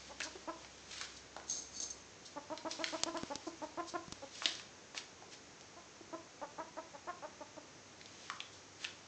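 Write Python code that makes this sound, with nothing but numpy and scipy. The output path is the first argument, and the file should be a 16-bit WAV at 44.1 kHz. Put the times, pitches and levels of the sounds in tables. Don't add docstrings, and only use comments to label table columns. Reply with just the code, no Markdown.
import sys
import numpy as np
from scipy import signal
from scipy.fft import rfft, irfft, next_fast_len
from scipy.io import wavfile

SR = 44100
rng = np.random.default_rng(int(sys.argv[2]) if len(sys.argv) > 2 else 0)


def waveform_to_disk(signal):
    frames = np.transpose(np.atleast_2d(signal))
    scaled = np.clip(frames, -1, 1) * 32767
    samples = np.round(scaled).astype(np.int16)
    wavfile.write(sys.argv[1], SR, samples)


N = 399987
TIME = np.arange(N) / SR

# (time [s], length [s], nominal top pitch [Hz], overtone level [dB])
CLUCK_CUES = [(0.093, 0.034, 286.5, -56), (0.251, 0.032, 323.7, -56), (0.354, 0.008, 385, -59),
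              (0.475, 0.031, 330.4, -45), (2.36, 0.027, 296.5, -47.5), (2.501, 0.04, 321, -47),
              (2.649, 0.034, 325.7, -45.5), (2.79, 0.041, 330, -46.5), (2.926, 0.034, 325, -45),
              (3.061, 0.041, 337, -45), (3.144, 0.036, 338.5, -45), (3.301, 0.032, 291.8, -46),
              (3.468, 0.015, 336, -48.5), (3.618, 0.03, 313, -46.5), (3.774, 0.037, 352.3, -44),
              (3.938, 0.029, 348.6, -43.5), (4.221, 0.027, 281, -51), (5.762, 0.033, 348, -60),
              (6.008, 0.0066, 359, -63), (6.128, 0.026, 330.3, -47), (6.415, 0.032, 297.5, -46),
              (6.582, 0.037, 330.5, -46), (6.77, 0.03, 329, -46.5), (6.938, 0.023, 288, -53),
              (7.072, 0.038, 356, -45.5), (7.224, 0.036, 304, -49.5), (7.406, 0.022, 303, -51.5),
              (7.568, 0.019, 311, -52)]
# (time [s], fundamental against overtones [dB])
VOICE_WEIGHT = [(0.3, -8.5), (2.4, -7), (3.1, -5), (4.0, -9), (6.1, -7.5), (6.45, -12.5), (7.1, -17),
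                (7.6, -10)]
# (time [s], peak [dB], centre [Hz], width [octaves])
TICK_CUES = [(0.2036, -22.5, 2800, 3.3), (0.2068, -27.5, 1980, 0.63), (0.2173, -27, 2200, 0.55),
             (0.6472, -37.5, 1290, 3.1), (1.013, -25, 2220, 3), (1.365, -32, 756, 1.7),
             (1.399, -39, 1390, 3.8), (2.576, -30, 3200, 1.9), (2.713, -25.5, 4740, 0.62),
             (2.8421, -18.5, 2610, 1.87), (3.1722, -32, 3000, 2.1), (4.4208, -27, 1260, 1.96),
             (4.445, -34, 3900, 1.1), (4.457, -13, 2750, 0.85), (4.46, -23, 4600, 0.46),
             (4.5522, -33.5, 4530, 1), (4.597, -33, 2150, 2.2), (4.947, -36, 600, 3.8),
             (4.9774, -24, 3000, 1.9), (5.2234, -43, 935, 1.1), (5.6098, -41, 3700, 1.5),
             (8.0132, -39.5, 2960, 1.5), (8.0588, -39.5, 4000, 1.2), (8.3002, -24, 1540, 1.34),
             (8.404, -26, 2840, 0.7), (8.844, -27, 2740, 1.6), (8.8485, -25, 2420, 1.36)]
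# (peak time [s], length [s], level [dB], low edge [Hz])
SCUFF_CUES = [(0.241, 0.027, -39.5, 3220), (0.941, 0.098, -47, 1350), (1.016, 0.13, -46.5, 1300),
              (1.171, 0.011, -46.5, 3470), (2.267, 0.028, -49, 3200), (2.731, 0.049, -44.5, 2260),
              (2.884, 0.082, -44.5, 1700), (3.191, 0.052, -54, 1400), (3.476, 0.029, -50, 4020),
              (3.645, 0.026, -52.5, 3500), (3.894, 0.027, -42.5, 3830), (4.367, 0.065, -48.5, 2380),
              (4.475, 0.11, -43, 1600), (4.974, 0.034, -43.5, 1290), (5.334, 0.047, -52, 1800),
              (8.546, 0.032, -54, 3000), (8.844, 0.066, -48, 1310)]
# (time [s], level [dB])
RUSTLE_RIDE = [(0, -56), (0.7, -61), (1.35, -66), (2.2, -68.5), (2.6, -61), (3.0, -52), (3.5, -62.5),
               (4.1, -64.5), (4.55, -52), (4.8, -79), (7.9, -74.5), (8.15, -54.5), (8.5, -65.5),
               (8.65, -72), (9.07, -68)]
# (peak time [s], rise [s], fall [s], level [dB])
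SHAKE_CUES = [(1.499, 0.00038, 0.0028, -31), (1.521, 0.023, 0.057, -42.5), (1.565, 0.027, 0.051, -62),
              (1.771, 0.022, 0.014, -49.5), (1.803, 0.0013, 0.0034, -36.5), (1.833, 0.01, 0.0074, -38.5),
              (1.902, 0.00049, 0.0061, -38.5)]
# (frequency [Hz], relative level [dB], t60 [s])
METAL_MODES = [(4270, -19, .05), (4520, -19, .1), (5505, -18, .1), (5950, -13, .02), (6195, -12, .08),
               (6338, -5, .19), (6372, -7, .14), (6410, -8, .015), (7270, -18, .08), (7646, -15, .14),
               (8350, -15, .12)]
# (time [s], click [dB], thump [dB], thump pitch [Hz])
CASE_CUES = [(3.0352, -9, -23, 750), (3.2337, -28.5, -25.5, 274), (3.3563, -20.5, -32, 302),
             (4.081, -39, -37, 168), (4.124, -25, -33, 197), (4.127, -28.5, -37, 250)]
# (frequency [Hz], relative level [dB])
ROOM_EQ = [(100, -9), (330, 7), (700, 3.5), (1200, 7), (2500, -4), (5000, 1), (8000, -3)]
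# (frequency [Hz], relative level [dB])
HISS_EQ = [(25, -21), (50, -17.5), (88, -3), (233, -3), (303, -1), (444, -2), (635, -4.5), (1200, -7.5),
           (2300, -9), (3200, -12.5), (4820, -12), (6410, -7.5), (7500, -14.5), (9000, -23.5)]
# (time [s], lower tone [dB], upper tone [dB])
HUM_RIDE = [(0, -71.5, -76), (1.4, -71, -83), (1.95, -70, -77), (2.1, -79, -77.5), (4.3, -77, -75.5),
            (5.0, -84, -86.5), (9.07, -89, -74)]


def ferret(short_s=0.018, full_s=0.0334, climb_octaves=0.186, mid_pitch_hz=325, open_mouth_hz=831):
    out = np.zeros(N)
    weight_times, weights_db = np.transpose(VOICE_WEIGHT)
    for s, length, top_hz, level_db in CLUCK_CUES:
        opening, height = min(length / full_s, 1), top_hz / mid_pitch_hz
        climb = climb_octaves * np.clip((length - short_s) / (full_s - short_s), 0, 1)
        weight_db = np.interp(s, weight_times, weights_db)
        thinning_hz = 10.5 * (np.median(weights_db) - weight_db)
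        mouth_hz = (open_mouth_hz + thinning_hz) * height * opening ** 0.28
        fundamental_db = level_db + weight_db + 30.5 * np.log2(height) + 16 * (1 - opening)
        add(out, s, cluck(length, top_hz / 2 ** climb, top_hz, fundamental_db, level_db, mouth_hz))
    return out


def cluck(length, start_hz, top_hz, fundamental_db, overtones_db, mouth_hz,
          droop=0.071, attack_s=0.00017, close_s=0.0065, release_s=0.0056, grow_db=5,
          sweep=0.2, mouth_q=0.89, throat_hz=1150, throat_q=0.54):
    size = SR // 12
    t = np.arange(size) / SR
    progress = t / length
    crest = np.clip(0.75 + .09 * rng.standard_normal(), .35, .85)
    climb = 1 - np.clip(1 - progress / crest, 0, 1) ** 2
    sag = droop * np.clip((progress - crest) / (1 - crest), 0, 1) ** 2
    jitter, shimmer = .017 * drift(250, size), from_db(1.1 * drift(300, size))
    pitch = start_hz * (top_hz / start_hz) ** (1.512 * climb - .45) * (1 - sag + jitter)
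    phase = 2 * np.pi * np.cumsum(pitch) / SR - np.pi / 2
    harmonics = np.arange(2, 12)[:, None]
    hz = harmonics * pitch
    gape = np.sin(np.pi * np.minimum(progress, 1) ** 1.8) - .65
    vowel_hz = mouth_hz * (1 + sweep * gape)
    mouth = 1 / (1 + 1j * mouth_q * (hz / vowel_hz - vowel_hz / hz)) ** 2
    throat = 1 / (1 - (hz / throat_hz) ** 2 + 1j * hz / throat_hz / throat_q)
    waver = from_db(2 * np.array([drift(110, size) for _ in harmonics]))
    weight = mouth * throat * waver
    weight = weight / np.linalg.norm(weight, axis=0)
    overtones = np.sum(weight * np.exp(1j * harmonics * phase), axis=0).real
    turbulence = rms_one(band(rng.standard_normal(size), 350, 1300))
    breath = from_db(-11.5) * turbulence * (1 + np.cos(phase)) / 2
    opening = from_db(grow_db * gape)
    tail_s = np.maximum(t - 0.99 * length, 0)
    fundamental = from_db(fundamental_db) * np.cos(phase + np.pi / 2)
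    fundamental *= np.sqrt(opening) * np.exp(-tail_s / release_s)
    vowel = from_db(overtones_db) * (overtones + breath) * opening * np.exp(-tail_s / close_s)
    return -np.sqrt(2) * (fundamental + vowel) * (1 - np.exp(-t / attack_s)) * shimmer


def ticks(crunch_s=0.0017, bounce_s=.0027, bounce=0.16, body_db=-13,
          skid_db=-24, skid_s=0.014, skid_dulling=0.86):
    out, t = np.zeros(N), np.arange(SR // 10) / SR
    for s, peak_db, centre_hz, octaves in TICK_CUES + claws():
        low_hz, high_hz = centre_hz / 2 ** (octaves / 2), centre_hz * 2 ** (octaves / 2)
        graze = np.interp(peak_db, [-30, -12], [.6, .17])
        force = (t == 0) + graze * rng.standard_normal(len(t)) * np.exp(-t / crunch_s)
        tick = band(force, low_hz, high_hz) + from_db(body_db) * band(force, 360, 5400, order=1)
        tick *= from_db(peak_db) / np.abs(tick).max()
        grit = grains(per_s=3000, spread_db=5.5, size=len(t))
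        skid = rms_one(band(grit, skid_dulling * low_hz, skid_dulling * high_hz))
        add(out, s, tick + from_db(peak_db + skid_db) * skid * np.exp(-t / skid_s))
        add(out, s + bounce_s, bounce * tick)
    return out


def claws(per_s=3, lift_db=14.5, spread_db=2, centre_hz=3600, octaves=3.4):
    draws = rng.random((round(per_s * N / SR), 3))
    return [(s, rustle_db(s) + lift_db + spread_db * (2 * force - 1), centre_hz * 2 ** (tone - .5), octaves)
            for s, force, tone in draws * [N / SR, 1, 1]]


def scuffs(top_hz=7200, rise_share=0.41, body_db=-16, catch_db=2.5):
    out, t = np.zeros(N), np.arange(-SR // 2, SR // 2) / SR
    for s, length, level_db, low_hz in SCUFF_CUES:
        friction = grains(per_s=7000, spread_db=2.5, size=len(t))
        rub = rms_one(band(friction, low_hz, top_hz))
        body = from_db(body_db) * rms_one(band(friction, 250, 3300, order=1))
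        gain = from_db(level_db + catch_db * drift(130.65, len(t)))
        stroke = gain * (rub + body) * swell(t, rise_share * length, (1 - rise_share) * length)
        add(out, s + t[0], stroke[t >= -s])
    return out


def rustle(low_hz=1800, high_hz=6900, patchy_db=3):
    friction = rms_one(band(grains(per_s=7000, spread_db=0), low_hz, high_hz))
    return from_db(rustle_db(TIME) + patchy_db * drift(25)) * friction


def rustle_db(s):
    return np.interp(s, *np.transpose(RUSTLE_RIDE))


def jingle(ring_db=-4.5, rasp_db=-6, shrill_db=-7, rattle_db=-21):
    stroke = sum(from_db(level_db) * swell(TIME - s, rise, fall) for s, rise, fall, level_db in SHAKE_CUES)
    rings = np.zeros(N)
    for hz, level_db, t60 in METAL_MODES:
        energy_kept = from_db(-120 / (t60 * SR))
        envelope = np.sqrt(signal.lfilter([1 - energy_kept], [1, -energy_kept], stroke ** 2 + 1e-18))
        gain = from_db(level_db + 2 * drift(60))
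        rings += gain * envelope * np.sin(2 * np.pi * hz * TIME + 1.25 * drift(45))
    contacts = grains(per_s=4600, spread_db=5)
    rasp = from_db(rasp_db) * rms_one(band(contacts, 3770, 7600, order=3))
    shrill = from_db(shrill_db) * rms_one(band(contacts, 6200, 6550))
    rattle = from_db(rattle_db) * rms_one(band(contacts, 200, 510, order=1))
    return np.sqrt(2) * from_db(ring_db) * rings + stroke * (rasp + shrill + rattle) + squeak()


def squeak(s=1.768, rise_s=0.013, fall_s=0.019, level_db=-50, hz=4510):
    return from_db(level_db) * swell(TIME - s, rise_s, fall_s) * np.sin(2 * np.pi * hz * TIME + drift(150))


def handling(thump_cycles=0.63, crunch=0.062, crunch_s=0.0033, knock_db=-7):
    out, t = np.zeros(N), np.arange(SR // 25) / SR
    for s, click_db, thump_db, thump_hz in CASE_CUES:
        force = (t == 0) + crunch * rng.standard_normal(len(t)) * np.exp(-t / crunch_s)
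        click, knock = band(force, 3400, 7650), band(force, 590, 1400)
        thump = np.sin(2 * np.pi * thump_hz * t) * np.exp(-t * thump_hz / thump_cycles)
        body = band(thump, 110, 4000, order=1) + from_db(knock_db) * knock / np.abs(knock).max()
        add(out, s, from_db(click_db) * click / np.abs(click).max() + from_db(thump_db) * body)
    return out


def room(send, t60=0.41, build_s=0.0014):
    t = np.arange(SR // 2) / SR
    envelope = from_db(-60 * t / t60) * (1 - np.exp(-(t / build_s) ** 2))
    response = coloured(rng.standard_normal(len(t)), ROOM_EQ) * envelope
    return signal.fftconvolve(send, response / np.linalg.norm(response))[:N]


def hiss(level_db=-57.5):
    return from_db(level_db) * coloured(rng.standard_normal(N), HISS_EQ)


def hum(tones_hz=(66, 99)):
    out = np.zeros(N)
    times, *rides = np.transpose(HUM_RIDE)
    for hz, ride_db in zip(tones_hz, rides):
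        gain = from_db(np.interp(TIME, times, ride_db) + 1.5 * drift(6))
        out += np.sqrt(2) * gain * np.sin(2 * np.pi * hz * TIME + .4 * drift(4.6))
    return out


def from_db(db):
    return 10 ** (np.asarray(db) / 20)


def rms_one(x):
    return x / np.sqrt(np.mean(x ** 2) + 1e-20)


def coloured(x, eq):
    size = next_fast_len(len(x))
    hz = np.arange(size // 2 + 1) * SR / size
    eq_hz, eq_db = np.transpose(eq)
    gain = from_db(np.interp(np.log(np.maximum(hz, 1)), np.log(eq_hz), eq_db))
    return rms_one(irfft(rfft(x, size) * gain, size)[:len(x)])


def band(x, low_hz, high_hz, order=2):
    edges = [low_hz, min(max(high_hz, low_hz * 1.05), SR * .45)]
    return signal.sosfilt(signal.butter(order, edges, "band", fs=SR, output="sos"), x + 1e-18)


def drift(rate, size=N):
    knots = rng.standard_normal(size // 20 + 2)
    return np.interp(np.arange(size) * rate / SR, np.arange(len(knots)), knots)


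def add(track, s, sound):
    start = max(round(s * SR), 0)
    track[start:start + len(sound)] += sound[:max(N - start, 0)]


def swell(t, rise, fall):
    return np.exp(np.where(t < 0, -(t / rise) ** 2 / 2, -np.abs(t) / fall))


def grains(per_s, spread_db, size=N):
    strength = from_db(spread_db * np.minimum(rng.exponential(1, size), 4)) * rng.choice([-1, 1], size)
    return rms_one(strength * (rng.random(size) < per_s / SR))


def scene():
    voice = from_db(2.96) * ferret()
    tick = ticks()
    scuff = from_db(-3.5) * (scuffs() + rustle())
    metal = from_db(2) * jingle()
    send = from_db(-13.5) * voice + from_db(-6.5) * tick + from_db(-6) * scuff + from_db(-3) * metal
    return voice + tick + scuff + metal + room(send) + handling() + hiss() + hum()


def record(dry):
    soft = signal.fftconvolve(dry, signal.firwin(41, 8000, fs=SR), "same")
    return signal.fftconvolve(soft, signal.firwin(161, 8780, window=("kaiser", 8), fs=SR), "same")


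dry = scene()
out = record(dry)
waveform_to_disk(out)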